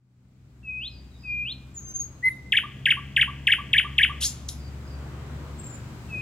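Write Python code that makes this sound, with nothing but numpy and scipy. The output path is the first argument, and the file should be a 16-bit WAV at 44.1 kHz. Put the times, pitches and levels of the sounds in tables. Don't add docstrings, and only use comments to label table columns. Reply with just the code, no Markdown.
import sys
import numpy as np
from scipy import signal
from scipy.io import wavfile
from scipy.ndimage import map_coordinates

SR = 44100
rng = np.random.default_rng(int(sys.argv[2]) if len(sys.argv) > 2 else 0)


def bounce(signal):
    frames = np.transpose(np.atleast_2d(signal))
    limited = np.clip(frames, -1, 1)
    pcm = np.round(limited * 32767).astype(np.int16)
    wavfile.write(sys.argv[1], SR, pcm)


def makeup_ratio(level_db):
    decades = np.asarray(level_db, float) / 20
    return 10 ** decades


N = 273861

# f/Hz, left-right correlation/1
PORT_LIKENESS = [(60, 0.98), (150, 0.95), (380, 0.92), (950, 0.44), (2380, -0.02), (5980, -0.11),
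                 (15000, 0.95)]


def rms_one(x):
    return x / np.sqrt(np.mean(x ** 2) + 1e-20)


def at_hz(points, hz):
    f, value = np.transpose(points)
    return np.interp(np.log(hz), np.log(f), value)


def drift(rate_hz, size):
    points = rng.standard_normal(int(size / SR * 400) + 4)[::max(int(400 / rate_hz), 1)]
    return map_coordinates(points, [np.linspace(0, len(points) - 1, size)], order=1)


def nearer(start_db, db_per_s):
    return start_db + db_per_s * np.arange(N) / SR


def band_pass(x, low_hz, high_hz):
    return signal.sosfilt(signal.butter(2, [low_hz, high_hz], "band", fs=SR, output="sos"), x)


def banded(spectrum, patchy_db):
    out = 0
    edges = 20 * 2 ** np.arange(0, 10, 1 / 3)
    white = rng.standard_normal((2, 2, N))
    for k, (low, high) in enumerate(zip(edges, edges[1:])):
        hz = np.sqrt(low * high)
        if spectrum[0][0] < hz < spectrum[-1][0]:
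            mid, side = band_pass(white[k % 2], low, high)
            alike = np.clip(at_hz(PORT_LIKENESS, hz), -1, 1)
            gain = makeup_ratio(at_hz(spectrum, hz) + patchy_db * drift(8, N))
            out = out + gain * (np.sqrt(1 + alike) * mid + np.sqrt(1 - alike) * side * [[1], [-1]])
    return rms_one(out)


def airy(resonances):
    out = 0
    white = rng.standard_normal((len(resonances), N))
    for noise, (hz, width_hz, db) in zip(white, resonances):
        out = out + makeup_ratio(db) * rms_one(band_pass(noise, hz - width_hz / 2, hz + width_hz / 2))
    return rms_one(out)


def tone(hz, db, overtones, wobble):
    phase = 2 * np.pi * np.cumsum(hz * (1 + wobble * drift(200, len(hz)))) / SR
    effort = makeup_ratio(0.7 * (db - db.max()))
    wave = 0
    for k, level_db in overtones:
        strength = makeup_ratio(level_db) * (effort if k > 1 else 1)
        wave = wave + strength * np.sin(k * phase) * (k * hz < 16000)
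    sample = np.arange(len(hz))
    edge_s = np.minimum(sample, sample[::-1]) / SR
    return np.sqrt(2) * makeup_ratio(db) * wave * np.minimum(edge_s / 0.0013, 1)


def add(out, s, sound):
    start = round(s * SR)
    out[start:start + len(sound)] += sound[:N - start]


def birds(calls, overtones, wobble, gain_db):
    out = np.zeros(N)
    for call in calls:
        s, hz, db = np.transpose(call)
        t = np.arange(round(s[0] * SR), round(s[-1] * SR)) / SR
        add(out, s[0], tone(np.interp(t, s, hz), np.interp(t, s, db) + gain_db, overtones, wobble))
    return out


def glides(calls, attack, release, start_db, end_db):
    u = np.linspace(0, 1, num=21)
    shape_db = np.interp(u, [0, attack, max(1 - release, attack), 1], [start_db, 0, 0, end_db])
    return [np.transpose([s + u * length, from_hz * (to_hz / from_hz) ** u, db + shape_db])
            for s, length, from_hz, to_hz, db in calls]


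def garden(x, scatter_db, echo_db, late_db=-12):
    # delay/s, level/dB
    bounces = [(.0118, -5), (.0235, -17), (.040, -20)]
    wall_band = [2500, 3600]
    quick_t60_s, slow_t60_s, slow_cut_hz = 0.22, 0.83, 2120
    t = np.arange(round(1.2 * SR)) / SR
    direct = np.zeros(len(t))
    for delay, db in bounces:
        direct[round(delay * SR)] = makeup_ratio(db + echo_db)
    direct = signal.sosfilt(signal.butter(1, wall_band, "band", fs=SR, output="sos"), direct)
    direct[0] = 1
    shared = rng.standard_normal((2, 1, len(t)))
    own = rng.standard_normal((2, 2, len(t)))
    own = signal.lfilter([1, -0.75], [1], own)
    quick, slow = shared + 1.64 * own
    slow = signal.sosfilt(signal.butter(1, slow_cut_hz, fs=SR, output="sos"), slow)
    tail = makeup_ratio(-60 * t / quick_t60_s) * quick + makeup_ratio(late_db - 60 * t / slow_t60_s) * slow
    paths = direct + makeup_ratio(scatter_db) * np.clip(t / 0.0036, 0, 1) * tail
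    return signal.fftconvolve(x[None], paths, axes=1)[:, :N]


def hiss():
    # f/Hz, level/dB per Hz
    rustle = [(2000, 7), (3000, -0.5), (4500, 0), (5800, -2.5), (8300, -2), (12000, -15.5)]
    leaves = banded(rustle, patchy_db=0.3)
    leaves = signal.sosfilt(signal.butter(12, 8460, fs=SR, output="sos"), leaves)
    white = rng.standard_normal((2, N))
    capsule = signal.sosfilt(signal.butter(2, 5000, "high", fs=SR, output="sos"), white)
    return makeup_ratio(nearer(-69, db_per_s=2.1)) * (leaves + makeup_ratio(-5.0) * capsule)


def road():
    # f/Hz, level/dB per Hz
    deep = [(13, -45), (22, -22.5), (48, -7), (80, 1.5), (143, -4), (264, -7), (325, -17.5), (380, -25.5),
            (433, -25), (500, -28), (650, -60.5), (1100, -120)]
    # f/Hz, level/dB per Hz
    tyres = [(210, -34.5), (350, 0.5), (434, -2.5), (480, -10), (537, -2.5), (583, -6.5), (632, -1),
             (679, -10), (729, -7), (1230, -8), (1580, -11), (4000, -25), (5200, -45.5), (8800, -120)]
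    pass_s, pass_width_s, pass_db = 5.21, 0.45, 5
    passing_db = pass_db * np.exp(-((np.arange(N) / SR - pass_s) / pass_width_s) ** 2)
    rumble = makeup_ratio(nearer(-51, db_per_s=1.56)) * banded(deep, patchy_db=0.9)
    roar = makeup_ratio(nearer(-64.5, db_per_s=2.5) + passing_db) * banded(tyres, patchy_db=1.5)
    return rumble + roar


def engine():
    # t/s, firing level/dB, second order level/dB
    swells = [(0, -67, -44), (.67, -47.5, -48.5), (1.05, -45.5, -57.5), (1.5, -46.5, -42.5),
              (1.92, -49, -53), (2.52, -55.5, -47), (2.8, -51.5, -40), (3.3, -40, -40), (3.6, -45.5, -45),
              (3.91, -38, -41.5), (4.5, -39.5, -47), (4.79, -37.5, -43), (5.59, -40.5, -41.5),
              (5.7, -59, -53), (5.83, -44, -49), (5.92, -57.5, -51), (6.12, -40, -47), (6.21, -50, -42)]
    # multiple/1, level/dB against the second
    upper_orders = [(3, -11), (4, -15.5)]
    firing_hz, speed_up_hz_per_s, hum_hz = 62.0, 1.8, 121.6
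    t = np.arange(N) / SR
    s, firing_points, second_points = np.transpose(swells)
    firing_db, second_db = np.interp(t, s, firing_points), np.interp(t, s, second_points)
    hz = firing_hz + speed_up_hz_per_s * t
    phase = 2 * np.pi * np.cumsum(hz * (1 + 0.00407 * drift(5, N))) / SR
    out = makeup_ratio(firing_db + 2 + 0.9 * drift(8.1, N)) * np.sin(phase)
    for k, order_db in [(2, 0.0017)] + upper_orders:
        level = makeup_ratio(second_db + order_db + 0.5 + 1.8 * drift(15, N))
        out += level * np.sin(k * phase + 0.6 * drift(9, N))
    return out + tone(np.full(N, hum_hz), nearer(-62.5, db_per_s=3.0), [(0.99, 0.013)], wobble=0.011)


def far_birds():
    # t/s, length/s, peak level/dB
    falling = [(.74, 0.15, -74.5), (0.882, 0.12, -60), (1.166, 0.15, -63.5), (1.898, .18, -74),
               (4.544, .15, -63.5), (4.834, 0.13, -62)]
    # t/s, length/s, from f/Hz, to f/Hz, peak level/dB
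    faint = [(1.1, 0.074, 4080, 3530, -65.5), (2.14, 0.028, 4300, 4000, -73.5),
             (2.265, 0.081, 3960, 3590, -70)]
    from_hz, to_hz = 5040, 4600
    notes_far = [(s, length, from_hz, to_hz, db) for s, length, db in falling] + faint
    calls = glides(notes_far, attack=0.2, release=0.3, start_db=-13, end_db=-12)
    return birds(calls, [(1, 0)], wobble=0.014, gain_db=-8)


def thin_glides():
    # t/s, length/s, from f/Hz, to f/Hz, peak level/dB
    thin = [(1.742, .062, 7430, 6330, -38.5), (1.8, 0.154, 6347, 6260, -41.5),
            (1.938, 0.044, 6265, 6490, -27.5), (1.985, 0.038, 6500, 6620, -28),
            (5.58, 0.036, 7660, 7530, -43.5), (5.628, .026, 7490, 7440, -44.5),
            (5.652, 0.03, 7430, 7400, -42.5), (5.684, 0.045, 7350, 7230, -47),
            (5.716, .026, 7250, 7130, -46), (5.736, 0.016, 7210, 7210, -42)]
    # multiple/1, level/dB
    thin_overtones = [(2, -23.5)]
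    calls = glides(thin, attack=0.56, release=0.44, start_db=-18, end_db=-14.5)
    return birds(calls, [(1, 0.0043)] + thin_overtones, wobble=0.004, gain_db=2.0)


def breath():
    # f/Hz, width/Hz, level/dB
    resonances = [(3807, 4500, -9.5), (6300, 2570, 1), (8830, 1300, -3), (10450, 1500, 1),
                  (13000, 1200, -10)]
    # t/s, length/s, peak level/dB
    gasps = [
        (4.205, 0.061, -26),
        (4.483, 0.017, -35),
    ]
    t = np.arange(N) / SR
    gain = np.zeros(N)
    for s, length, db in gasps:
        points_s = s + length * np.array([0, 0.15, 0.42, 0.75, 1])
        points_db = db + np.array([-18, -6.5, -2, -1, -19])
        gain += makeup_ratio(np.interp(t, points_s, points_db)) * (t > s) * (t < s + length)
    return airy(resonances) * gain


def rasp_and_tick():
    # t/s, length/s, from f/Hz, to f/Hz, peak level/dB
    rasp = [(4.212, 0.047, 2800, 6900, -32.5), (4.25, 0.0217, 6000, 7500, -30.5),
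            (4.222, .046, 2600, 5800, -33), (4.203, .034, 3200, 9900, -43)]
    # t/s, length/s, from f/Hz, to f/Hz, peak level/dB
    tick = [
        (4.485, .006, 8870, 4600, -33),
        (4.4875, 0.0053, 5630, 2950, -35.5),
    ]
    # multiple/1, level/dB
    partials = [(1, -2), (2, -23)]
    rasps = glides(rasp, attack=0.32, release=0.074, start_db=-8, end_db=3)
    ticks = glides(tick, attack=0.37, release=0.21, start_db=-21, end_db=-8)
    out = birds(rasps, partials, wobble=0.018, gain_db=4.5)
    return out + birds(ticks, partials, wobble=0.012, gain_db=5.0)


def rising_whistles():
    # t/s, time until the sweep/s, held f/Hz, level/dB
    whistles = [
        (.63, .172, 2511, -30.5),
        (1.232, .214, 2424, -29.5),
        (6.088, .19, 2498, -32),
    ]
    settle_s, settle_sharp, settle_db = 0.066, 1.085, -26.5
    sweep_s, top_hz, sweep_db = 0.081, 4195, -3.5
    stop_s, stop_db, break_db = 0.011, -19, -9
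    calls = []
    for s, hold, hz, db in whistles:
        turn_s, swept_db = s + hold, db + sweep_db
        calls.append([
            (s, hz * settle_sharp, db + settle_db),
            (s + settle_s / 3, hz * (1 + settle_sharp) / 2, db + settle_db * 0.46),
            (s + settle_s, hz, db),
            (turn_s - 0.015, hz, db),
            (turn_s, hz * 1.03, db + break_db),
            (turn_s + 0.011, hz * 1.08, swept_db),
            (turn_s + sweep_s * 0.45, hz * 1.28, swept_db),
            (turn_s + sweep_s, top_hz, swept_db - 3.0),
            (turn_s + sweep_s + stop_s, top_hz, swept_db + stop_db)])
    return birds(calls, [(1, 1), (3, -47.5)], wobble=0.0016, gain_db=-0.56)


def hoot():
    # t/s, f/Hz, level/dB
    course = [(2.221, 1770, -69.5), (2.229, 1940, -38), (2.241, 2035, -23), (2.256, 2064, -17),
              (2.268, 2088, -15), (2.285, 2067, -16), (2.293, 2050, -29)]
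    # multiple/1, level/dB
    hoot_overtones = [(2, -38.5), (3, -52), (4, -55.5), (5, -27.5), (6, -33), (7, -48)]
    return birds([course], [(0.99, 0.025)] + hoot_overtones, wobble=0.002, gain_db=-1.0)


def squirrel():
    # t/s, peak level/dB, pitch factor/1, time to the second squeak/s
    chirps = [(2.5225, -15.5, 1.011, 0.046), (2.8567, -15, 0.98, 0.048), (3.1646, -14.5, 0.98, 0.047),
              (3.471, -14, 0.99, 0.048), (3.7325, -14, 1.01, 0.0475), (3.9823, -13.5, 1.004, 0.048)]
    dip_hz = [3500, 2883, 2123, 1750, 1651, 1758, 1946, 2256, 2390]
    fall_hz = [3750, 3336, 2945, 2531, 2170, 1605, 1325]
    soft_hz = [866, 1108, 1166, 1218, 1170, 1060]
    dip_db = [-3, 0.9, -3, -8.5, -10, -8.3, -5.5, -3.5, -12]
    fall_db = [-13, -0.5, 2.5, -1.5, -3, -11.5, -23]
    soft_db = [-35, -24.5, -20, -24, -21.5, -33]
    # multiple/1, level/dB
    squeak_overtones = [(2, -42), (3, -50)]
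    # f/Hz, width/Hz, level/dB
    wheeze = [(5900, 6400, -10.5), (10150, 1350, -2), (11950, 1600, -14)]
    break_s, fall_s, soft_after_s, soft_s = 0.0037, 0.0258, 0.111, 0.031
    out, air = np.zeros(N), airy(wheeze)
    for s, db, pitch, gap in chirps:
        parts = [(0, gap - break_s, dip_hz, dip_db, -28.5),
                 (gap, fall_s, fall_hz, fall_db, -28.5),
                 (soft_after_s, soft_s, soft_hz, soft_db, -51.5)]
        for wait, length, hz, level_db, air_db in parts:
            where = [np.linspace(0, len(hz) - 1, round(length * SR))]
            glide = map_coordinates(np.array(hz, float), where, order=2, mode="nearest")
            shape_db = map_coordinates(np.array(level_db, float), where, order=2, mode="nearest")
            start = s - 0.0015 + wait
            voice = tone(pitch * glide, db + shape_db + 0.1, [(0.99, 0.00071)] + squeak_overtones, wobble=0.0052)
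            add(out, start, voice)
            puff = air[round(start * SR):][:len(shape_db)]
            add(out, start, makeup_ratio(db + 0.78 * shape_db + air_db) * puff)
    return out


def scene():
    left_db, left_lead_s = 1.5, 0.000037
    calls = garden(far_birds(), scatter_db=-19, echo_db=-3, late_db=-3)
    calls = calls + garden(thin_glides() + breath() + rasp_and_tick(), scatter_db=-35, echo_db=-9)
    calls = calls + garden(rising_whistles() + hoot(), scatter_db=-39.0, echo_db=-6.0)
    left, right = calls + garden(squirrel(), scatter_db=-38.5, echo_db=-4.0)
    right = map_coordinates(right, [np.arange(N) - left_lead_s * SR], order=3)
    mix = np.array([left, right]) + engine() + road() + hiss()
    return mix * makeup_ratio([[left_db / 2], [-left_db / 2]])


def top_cut(x):
    return signal.sosfilt(signal.butter(12, 16470, fs=SR, output="sos"), x)


def record(dry):
    fade_start, fade_in_s, top_hz = 0.089, 1.1, 15850
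    faded = dry * np.clip(fade_start + np.arange(N) / SR / fade_in_s, 0, 1)
    finished = signal.sosfilt(signal.ellip(10, 0.3, 60, top_hz, fs=SR, output="sos"), faded)
    return top_cut(finished)


dry = scene()
out = record(dry)
bounce(out)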